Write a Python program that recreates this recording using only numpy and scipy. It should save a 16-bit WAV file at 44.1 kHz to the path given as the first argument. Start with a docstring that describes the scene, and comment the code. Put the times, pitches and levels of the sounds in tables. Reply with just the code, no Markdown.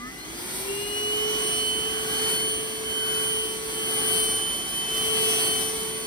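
"""A cordless hand vacuum spins up and is swept to and fro over a bed sheet, close to a phone.
Over a steady room drone the shaft hum climbs, beside a thin tone that soon sinks; the housing rings
as the rising harmonics pass through it. Air noise and a singing bearing grow, then the seven-blade fan
whines and whistles. Six strokes each lift the rush, hiss, hollow nozzle note, buzz and whistle.
Tones are sines locked to the shaft's turning, except the thin one; air and room are coloured noise."""
import sys
import numpy as np
from scipy import signal
from scipy.fft import rfft, irfft, next_fast_len
from scipy.io import wavfile
from scipy.ndimage import map_coordinates

SR = 44100
rng = np.random.default_rng(int(sys.argv[2]) if len(sys.argv) > 2 else 0)


def store_pcm(level_fs):
    """Save levels as 16-bit WAV."""
    pcm = np.round(np.clip(level_fs, -1, 1) * 32767).astype(np.int16)
    wavfile.write(sys.argv[1], SR, np.atleast_2d(pcm).T)


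N = 267246
TIME = np.arange(N) / SR  # seconds

# The room's steady drone: pitch_hz, relative level_db (per Hz)
ROOM_SPECTRUM = [(20, -32), (31, -28), (40, -8), (50, 0.5), (65, -10), (110, -21), (300, -12),
                 (1000, -35.5)]
# How alike noise is at the two microphones: pitch_hz, correlation (-1 to 1)
LIKENESS = [(60, .95), (250, .75), (700, .45), (1300, -.25), (1700, -.08), (3200, -.39), (4500, .44),
            (5700, .07), (6750, -.98), (7300, -.98), (8400, .8), (9700, .55), (10600, .72), (11000, -.98),
            (12200, -.98), (12450, .95), (13400, .95), (13600, .45)]
# Balance of noise between the microphones: pitch_hz, left_minus_right_db
BALANCE = [(110, -.5), (200, -1), (380, -3), (700, 6.5), (1290, 3), (2380, 1), (4400, -0.5)]

# Soft start: the shaft rate rises evenly from this value for this long
START_HZ, SOFT_START_S = 232, .36
# Free run-up: full shaft rate, time constant, time the motor has already been turning
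FULL_HZ, RUN_UP_S, HEAD_START_S = 439.4, .726, .418
# The last few turns a second come slowly
CREEP_HZ, CREEP_S = 5.4, 1.56
# The motor sags a little just after each stroke has pressed the nozzle down
SAG_HZ, SAG_LATE_S, SAG_S = 1.4, .12, .3
# Strokes over the sheet: far_end_s, half_length_s, rush_rise_db, hiss_rise_db, hollow_rise_db,
# buzz_rise_db, whistle_rise_db, whistle_late_s
STROKES = [(0.54, 0.24, 4, 8.5, 4, 1, 3, .1), (1.411, 0.32, 4.5, 5, 5.5, 5, 10.5, 0.0088),
           (2.251, 0.24, 6, 6, 13.5, 5.5, 10, 0.18), (3.207, 0.2, 2.5, 5, 13.5, 3, 9, 0.083),
           (4.168, 0.33, 5, 9.5, 10, 4, 15, 0.02), (5.345, 0.44, 7, 9, 3.5, 11.5, 11, 0.066)]
HOLLOW_EARLY_S = 0.11  # the hollow note comes as the nozzle seals

# Hum of the unbalanced shaft: time_s, level_db
HUM_LEVEL = [(0, -46), (.06, -38.5), (.15, -60), (.3, -45.5), (.62, -43), (.7, -30.5), (.88, -36.5),
             (1.25, -30.5), (1.68, -38), (2.25, -34), (2.76, -37.5), (3.3, -34), (3.69, -38), (4.2, -32.5),
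             (4.58, -47), (4.78, -49.5), (5.12, -30.5), (6.05, -38)]
HUM_PAN_DB, HUM_LAG_S = -0.4, 0.00043  # left minus right; the right microphone hears it later
# Thin tone, likely the speed controller's switching: levels under starting current and when running
DRIVE_HZ, DRIVE_START_DB, DRIVE_RUNNING_DB, DRIVE_SETTLE_S = 2013, -42.5, -54.7, .19
# Housing resonances: shaft_multiple (times the shaft rate), pitch_hz, width_hz, peak_db
CASING = [(5, 1235, 130, -38.5), (7, 1780, 130, -50), (7, 2080, 680, -55), (6, 2440, 190, -51.5),
          (10, 2980, 640, -54), (14, 4200, 290, -46), (14, 4860, 230, -50.5), (14, 5300, 700, -55),
          (14, 5860, 120, -46), (14, 6000, 40, -49), (13, 5560, 40, -52), (13, 5615, 30, -47),
          (18, 4700, 420, -60), (20, 5450, 1800, -61), (20, 6400, 220, -53), (20, 8200, 350, -50.5),
          (20, 8630, 40, -44), (21, 8500, 800, -48), (22, 8350, 300, -45)]
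# Weaker shaft harmonics: shaft_multiple (times the shaft rate), level_db (full speed, between strokes),
# buzz_share (of a stroke's buzz), growth_db (per tenfold speed)
OVERTONES = [(5, -59, .7, 80), (6, -54, .95, 130), (8, -63, 1, 100), (9, -61, .8, 60),
             (13, -55.5, 1.15, 330), (14, -55.5, 1, 160), (17, -63.5, 1.1, 130), (18, -57, .9, 130),
             (20, -53.5, .9, 130), (25, -58, .9, 130), (28, -53.5, .6, 110), (32, -61, .7, 250),
             (33, -66, .7, 250)]
# Tenth harmonic, likely the commutator, rings out when the side vents face the phone: time_s, level_db
RING_LEVEL = [(0, -74), (.35, -63), (.54, -48), (.72, -54), (.85, -47), (1.0, -45), (1.2, -48), (1.4, -47),
              (1.5, -48), (1.62, -41), (1.95, -50), (2.36, -36), (2.6, -49.5), (2.85, -49.5), (3.1, -48.5),
              (3.5, -51), (3.9, -48.5), (4.15, -42.5), (4.45, -50), (4.7, -51), (5.05, -52), (5.2, -36.5),
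              (5.3, -46), (5.45, -36.5), (5.7, -52.5), (6.05, -48)]
RING_MULTIPLE = 10
# Ball bearing: ball_multiple (times the ball-passing rate), level_db (full speed, between strokes),
# buzz_share (of a stroke's buzz), growth_db (per tenfold speed)
BEARING = [(1, -49.5, .3, 75), (3, -54.5, .9, 120)]
BALL_PASSES = 2.566  # per turn of the shaft

# Air noise colours: pitch_hz, relative level_db (per Hz)
# Low turbulence coloured by the housing
RUMBLE_SPECTRUM = [(20, -38), (31, -34), (45, -3.5), (68, -5), (100, -3.5), (160, -0.5), (260, 2), (400, 3),
                   (500, -6.5), (800, -35.5)]
# Rush from the vents
RUSH_SPECTRUM = [(300, -22), (520, -2), (720, 2.5), (900, 0.5), (1200, 1), (1600, -2.5), (2050, 1.5),
                 (2300, 1.5), (2650, -5), (3100, 1), (3450, 2), (3650, -5.5), (4400, -1), (5000, -6),
                 (6000, -1), (7500, -5.5), (12000, -13)]
# Hiss where the nozzle meets the sheet
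HISS_SPECTRUM = [(2400, -38), (3500, -7), (4400, 0), (5000, -4), (6200, -19), (7000, -42), (8000, 2),
                 (8700, 2.5), (9200, 9), (9700, 5), (10500, 4), (11500, 1), (12600, 1), (13600, -5.5),
                 (14300, 0), (15500, -39)]
# Hollow resonance of the nozzle
HOLLOW_SPECTRUM = [(900, -24), (1300, -5), (1480, 1), (1650, 2), (1850, -15), (2200, -37)]
# Air levels at full speed between strokes, before the reflection; growth in dB per tenfold speed
RUMBLE_DB, RUSH_DB, HISS_DB, HOLLOW_DB = -42.5, -38.5, -39.5, -54
RUMBLE_GROWTH_DB, RUSH_GROWTH_DB, HISS_GROWTH_DB, HOLLOW_GROWTH_DB = 18, 26, 61, 16
RUMBLE_SHARE = 0.65  # of the rush's rise in each stroke

BLADES = 7
# Blade-passing whine, beamed from the vents: time_s, level_db
WHINE_LEVEL = [(0, -62), (.64, -60), (.69, -42), (.94, -34), (.97, -29.8), (1.15, -27.6), (1.45, -30.5),
               (1.67, -27.7), (2.02, -32.3), (2.06, -36.5), (2.11, -31.5), (2.29, -28), (2.44, -28.4),
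               (2.52, -29.7), (2.59, -33), (2.63, -37), (2.77, -39), (2.83, -45.5), (2.86, -32.7),
               (3.01, -28.8), (3.4, -28.4), (3.53, -36.5), (3.62, -49), (3.7, -42), (3.78, -34), (3.9, -30),
               (4.03, -30.3), (4.12, -26), (4.33, -32), (4.48, -29.8), (4.69, -36.5), (4.78, -30),
               (4.87, -31.5), (4.97, -28), (5.06, -28), (5.21, -25.3), (5.44, -29.2), (5.53, -27.4),
               (5.62, -34), (5.68, -34.3), (5.74, -45.5), (5.77, -36.6), (6.05, -43)]
# Where the whine's beam points: time_s, left_minus_right_db
WHINE_PAN = [(.68, 11.7), (1.04, -1.2), (1.14, -1), (1.18, -4.3), (1.52, -5.5), (2.02, -5), (2.06, -1),
             (2.13, -4.5), (2.33, -.3), (2.5, -1), (2.62, -3.5), (2.99, -5.2), (3.08, 2), (3.29, -4.9),
             (3.44, 1.1), (3.59, -6.7), (4.19, 5.4), (4.43, -6.3), (4.88, .6), (4.97, -4.5), (5.12, 4),
             (5.45, -4.5), (5.6, 7.3), (5.87, -5.3), (6.05, 0)]
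# Its extra path to the right microphone as the machine turns: time_s, path_m
WHINE_PATH = [(.72, .075), (.84, .096), (1.11, .072), (1.14, .057), (1.17, .051), (1.3, .054), (1.45, .068),
              (1.71, .084), (1.96, .063), (2.04, .072), (2.07, .057), (2.31, .037), (2.44, .045),
              (2.55, .065), (2.64, .072), (2.82, .028), (2.85, .055), (3.15, .039), (3.27, .058),
              (3.37, .059), (3.54, .086), (3.65, .056), (3.77, .08), (3.85, .062), (3.98, .05),
              (4.11, .059), (4.35, .113), (4.71, .146), (4.83, .138), (5.1, .069), (5.22, .053),
              (5.43, .067), (5.58, .095), (5.64, .131), (6.05, .155)]
SOUND_M_S = 343
# The whistle leaves the duct freely only above its cut-on pitch
WHISTLE_DB, WHISTLE_GROWTH_DB, CUT_ON_LOSS_DB = -42, 110, 34
CUT_ON_HZ, CUT_ON_WIDTH_HZ = 9026, 8
TOP_HZ = 15500  # the phone's upper limit


def undb(db):
    """Turn decibels into gain."""
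    return 10 ** (np.asarray(db) / 20)


def over_time(table):
    """Join (time, value) points by straight lines."""
    time_s, value = np.transpose(table)
    return np.interp(TIME, time_s, value)


def over_hz(points, hz):
    """Read (pitch, value) points along a log-pitch axis, as hearing spaces pitch."""
    pitch_hz, value = np.transpose(points)
    return np.interp(np.log(hz + 1), np.log(pitch_hz), value)


def wander(rate):
    """Smooth chance: `rate` random values a second joined by a spline."""
    points = rng.standard_normal(4096)
    coarse_time = TIME[::64]
    coarse = map_coordinates(points, [coarse_time * rate], mode="wrap")
    return np.interp(TIME, coarse_time, coarse)


def swell(at_s, half_s):
    """A smooth rise and fall round one moment."""
    return np.exp(-((TIME - at_s) / half_s) ** 2)


def tone(phase, db):
    """A sine of the given rms level."""
    return np.sqrt(2) * undb(db) * np.sin(phase)


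def beamed(phase, db, pan_db, lag_s):
    """A strong tone that reaches each microphone with its own level and delay."""
    lead = np.gradient(phase) * SR * lag_s
    left = tone(phase + lead / 2, db + pan_db / 2)
    right = tone(phase - lead / 2, db - pan_db / 2)
    return np.array([left, right])


def scattered(phase, db, fade_db, sway):
    """A weak tone whose reflections add and cancel as the machine moves, apart at each microphone."""
    hz = np.abs(np.gradient(phase)) * SR / (2 * np.pi)
    lead = np.arccos(over_hz(LIKENESS, hz))  # pitch sets the phase gap between microphones
    phase = phase + .5 * wander(12)
    db = db + fade_db * wander(6) + 1.5 * wander(30)
    left = tone(phase + lead / 2 + sway * wander(2.873), db)
    right = tone(phase - lead / 2 + sway * wander(2.873), db)
    return np.array([left, right])


def turbulence(spectrum, db):
    """Coloured noise at two microphones, alike or opposed depending on the wavelength."""
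    size = next_fast_len(N)
    hz = np.fft.rfftfreq(size, 1 / SR)
    alike = over_hz(LIKENESS, hz)
    mid = rfft(rng.standard_normal(size)) * np.sqrt(1 + alike)
    side = rfft(rng.standard_normal(size)) * np.sqrt(1 - alike)
    lean = undb(over_hz(BALANCE, hz) / 2)
    both = np.array([(mid + side) * lean, (mid - side) / lean])
    pair = irfft(both * undb(over_hz(spectrum, hz)), size)[:, :N]
    return pair * undb(db) / pair.std()


def room():
    """The room's low drone is steady coloured noise."""
    return turbulence(ROOM_SPECTRUM, -53)


def shaft():
    """Turns a second: an even soft start, then steady torque against drag that grows as speed squared."""
    run_up = FULL_HZ * np.tanh((TIME + HEAD_START_S) / RUN_UP_S)
    creep = CREEP_HZ * np.exp(-TIME / CREEP_S)
    load = sum(swell(far_end_s + SAG_LATE_S, SAG_S) for far_end_s, *_ in STROKES)
    free = run_up - creep - SAG_HZ * load
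    ramp_end_hz = np.interp(SOFT_START_S, TIME, free)
    ramp = np.interp(TIME, [0, SOFT_START_S], [START_HZ, ramp_end_hz])
    return np.where(TIME < SOFT_START_S, ramp, free)


def hum(angle):
    """The unbalanced shaft shakes the machine once each turn."""
    level_db = over_time(HUM_LEVEL) + wander(46)
    return beamed(angle, level_db, HUM_PAN_DB, HUM_LAG_S)


def drive():
    """The thin steady tone is loudest under the starting current and then sinks into the rush."""
    inrush = np.exp(-(TIME / DRIVE_SETTLE_S) ** 2)
    level_db = DRIVE_RUNNING_DB + (DRIVE_START_DB - DRIVE_RUNNING_DB) * inrush
    return scattered(2 * np.pi * DRIVE_HZ * TIME, level_db, fade_db=1.2, sway=.2)


def casing(angle, shaft_hz):
    """Each housing resonance sings briefly while a rising harmonic passes through it."""
    out = 0
    for multiple, pitch_hz, width_hz, peak_db in CASING:
        detune = 2 * (multiple * shaft_hz - pitch_hz) / width_hz
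        harmonic = scattered(multiple * angle, peak_db, fade_db=.5, sway=.1)
        out = out + harmonic / (1 + detune ** 4)
    return out


def overtones(angle, speed, buzz_db):
    """Shaft harmonics grow with speed and buzz more under the load of each stroke."""
    out = 0
    for multiple, level_db, share, growth_db in OVERTONES:
        level_db = level_db + growth_db * speed + share * buzz_db
        out = out + scattered(multiple * angle, level_db, fade_db=2.5, sway=.3)
    return out


def commutator(angle):
    """The tenth harmonic rings out when the side vents face the phone."""
    return scattered(RING_MULTIPLE * angle, over_time(RING_LEVEL), fade_db=.5, sway=.2)


def bearing(angle, speed, buzz_db):
    """The balls passing by make tones that grow with speed and under the load of each stroke."""
    out = 0
    for multiple, level_db, share, growth_db in BEARING:
        level_db = level_db + growth_db * speed + share * buzz_db
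        out = out + scattered(multiple * BALL_PASSES * angle, level_db, fade_db=1.5, sway=.2)
    return out


def bounced(pair, lag_s=.0022, sway_s=0.0005):
    """A nearby reflection whose path changes with the sweeping arm: a slowly moving comb."""
    earlier = TIME - lag_s - sway_s * wander(2.5)
    reflection = np.array([np.interp(earlier, TIME, x) for x in pair])
    return pair + .28 * reflection


def air(speed, rush_db, hiss_db, hollow_db):
    """Rumble of the body, rush from the vents, hiss and a hollow note where the nozzle meets the sheet."""
    rumble_db = RUMBLE_GROWTH_DB * speed + RUMBLE_SHARE * rush_db + 0.24 * wander(27)
    rumble = turbulence(RUMBLE_SPECTRUM, RUMBLE_DB) * undb(rumble_db)
    rush_db = RUSH_GROWTH_DB * speed + rush_db + .7 * wander(40)
    rush = turbulence(RUSH_SPECTRUM, RUSH_DB) * undb(rush_db)
    hiss_db = HISS_GROWTH_DB * speed + hiss_db + wander(40) + wander(13)
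    hiss = turbulence(HISS_SPECTRUM, HISS_DB) * undb(hiss_db)
    hollow_db = HOLLOW_GROWTH_DB * speed + hollow_db
    hollow = turbulence(HOLLOW_SPECTRUM, HOLLOW_DB) * undb(hollow_db)
    return rumble + bounced(rush + hiss + hollow)


def strokes():
    """Each stroke lifts rush, hiss, hollow note, buzz and whistle (dB) as the nozzle drags on the sheet."""
    rush = hiss = hollow = buzz = whistle_rise = 0
    for far_end_s, half_s, rush_db, hiss_db, hollow_db, buzz_db, whistle_db, late_s in STROKES:
        drag = swell(far_end_s, half_s)
        rush = rush + rush_db * drag
        hiss = hiss + hiss_db * drag
        hollow = hollow + hollow_db * swell(far_end_s - HOLLOW_EARLY_S, 1.3 * half_s)
        buzz = buzz + buzz_db * drag
        whistle_rise = whistle_rise + whistle_db * swell(far_end_s + late_s, half_s)
    return rush, hiss, hollow, buzz, whistle_rise


def whine(angle):
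    """Seven blades pass in each turn and make a clean, even tone, beamed from the vents."""
    level_db = over_time(WHINE_LEVEL) + .6 * wander(40)
    lag_s = over_time(WHINE_PATH) / SOUND_M_S
    return beamed(BLADES * angle, level_db, over_time(WHINE_PAN), lag_s)


def whistle(angle, shaft_hz, speed, stroke_db):
    """Three times the blade pitch, made rough by uneven inflow and held back below the duct's cut-on."""
    multiple = 3 * BLADES
    trapped = (1 - np.tanh((multiple * shaft_hz - CUT_ON_HZ) / CUT_ON_WIDTH_HZ)) / 2
    level_db = WHISTLE_DB + stroke_db - CUT_ON_LOSS_DB * trapped + WHISTLE_GROWTH_DB * speed
    level_db = level_db + 1.36 * wander(90) + wander(12)
    return tone(multiple * angle + 0.44 * wander(150), level_db)


def scene():
    """One shaft drives all tones but the thin one, its angle trembling; strokes swell tones and air."""
    shaft_hz = shaft()
    speed = np.log10(shaft_hz / FULL_HZ)  # tenfold steps relative to full speed
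    angle = 2 * np.pi * np.cumsum(shaft_hz) / SR + 0.0038 * wander(21.3)
    rush_db, hiss_db, hollow_db, buzz_db, whistle_db = strokes()
    out = room() + hum(angle) + drive() + casing(angle, shaft_hz)
    out = out + overtones(angle, speed, buzz_db) + commutator(angle) + bearing(angle, speed, buzz_db)
    out = out + air(speed, rush_db, hiss_db, hollow_db)
    return out + whine(angle) + whistle(angle, shaft_hz, speed, whistle_db)


def record(dry):
    """The phone cuts the top with a steep low-pass filter."""
    low_pass = signal.ellip(8, .2, 70, TOP_HZ, fs=SR, output="sos")
    return signal.sosfilt(low_pass, dry)


dry = scene()
out = record(dry)
store_pcm(out)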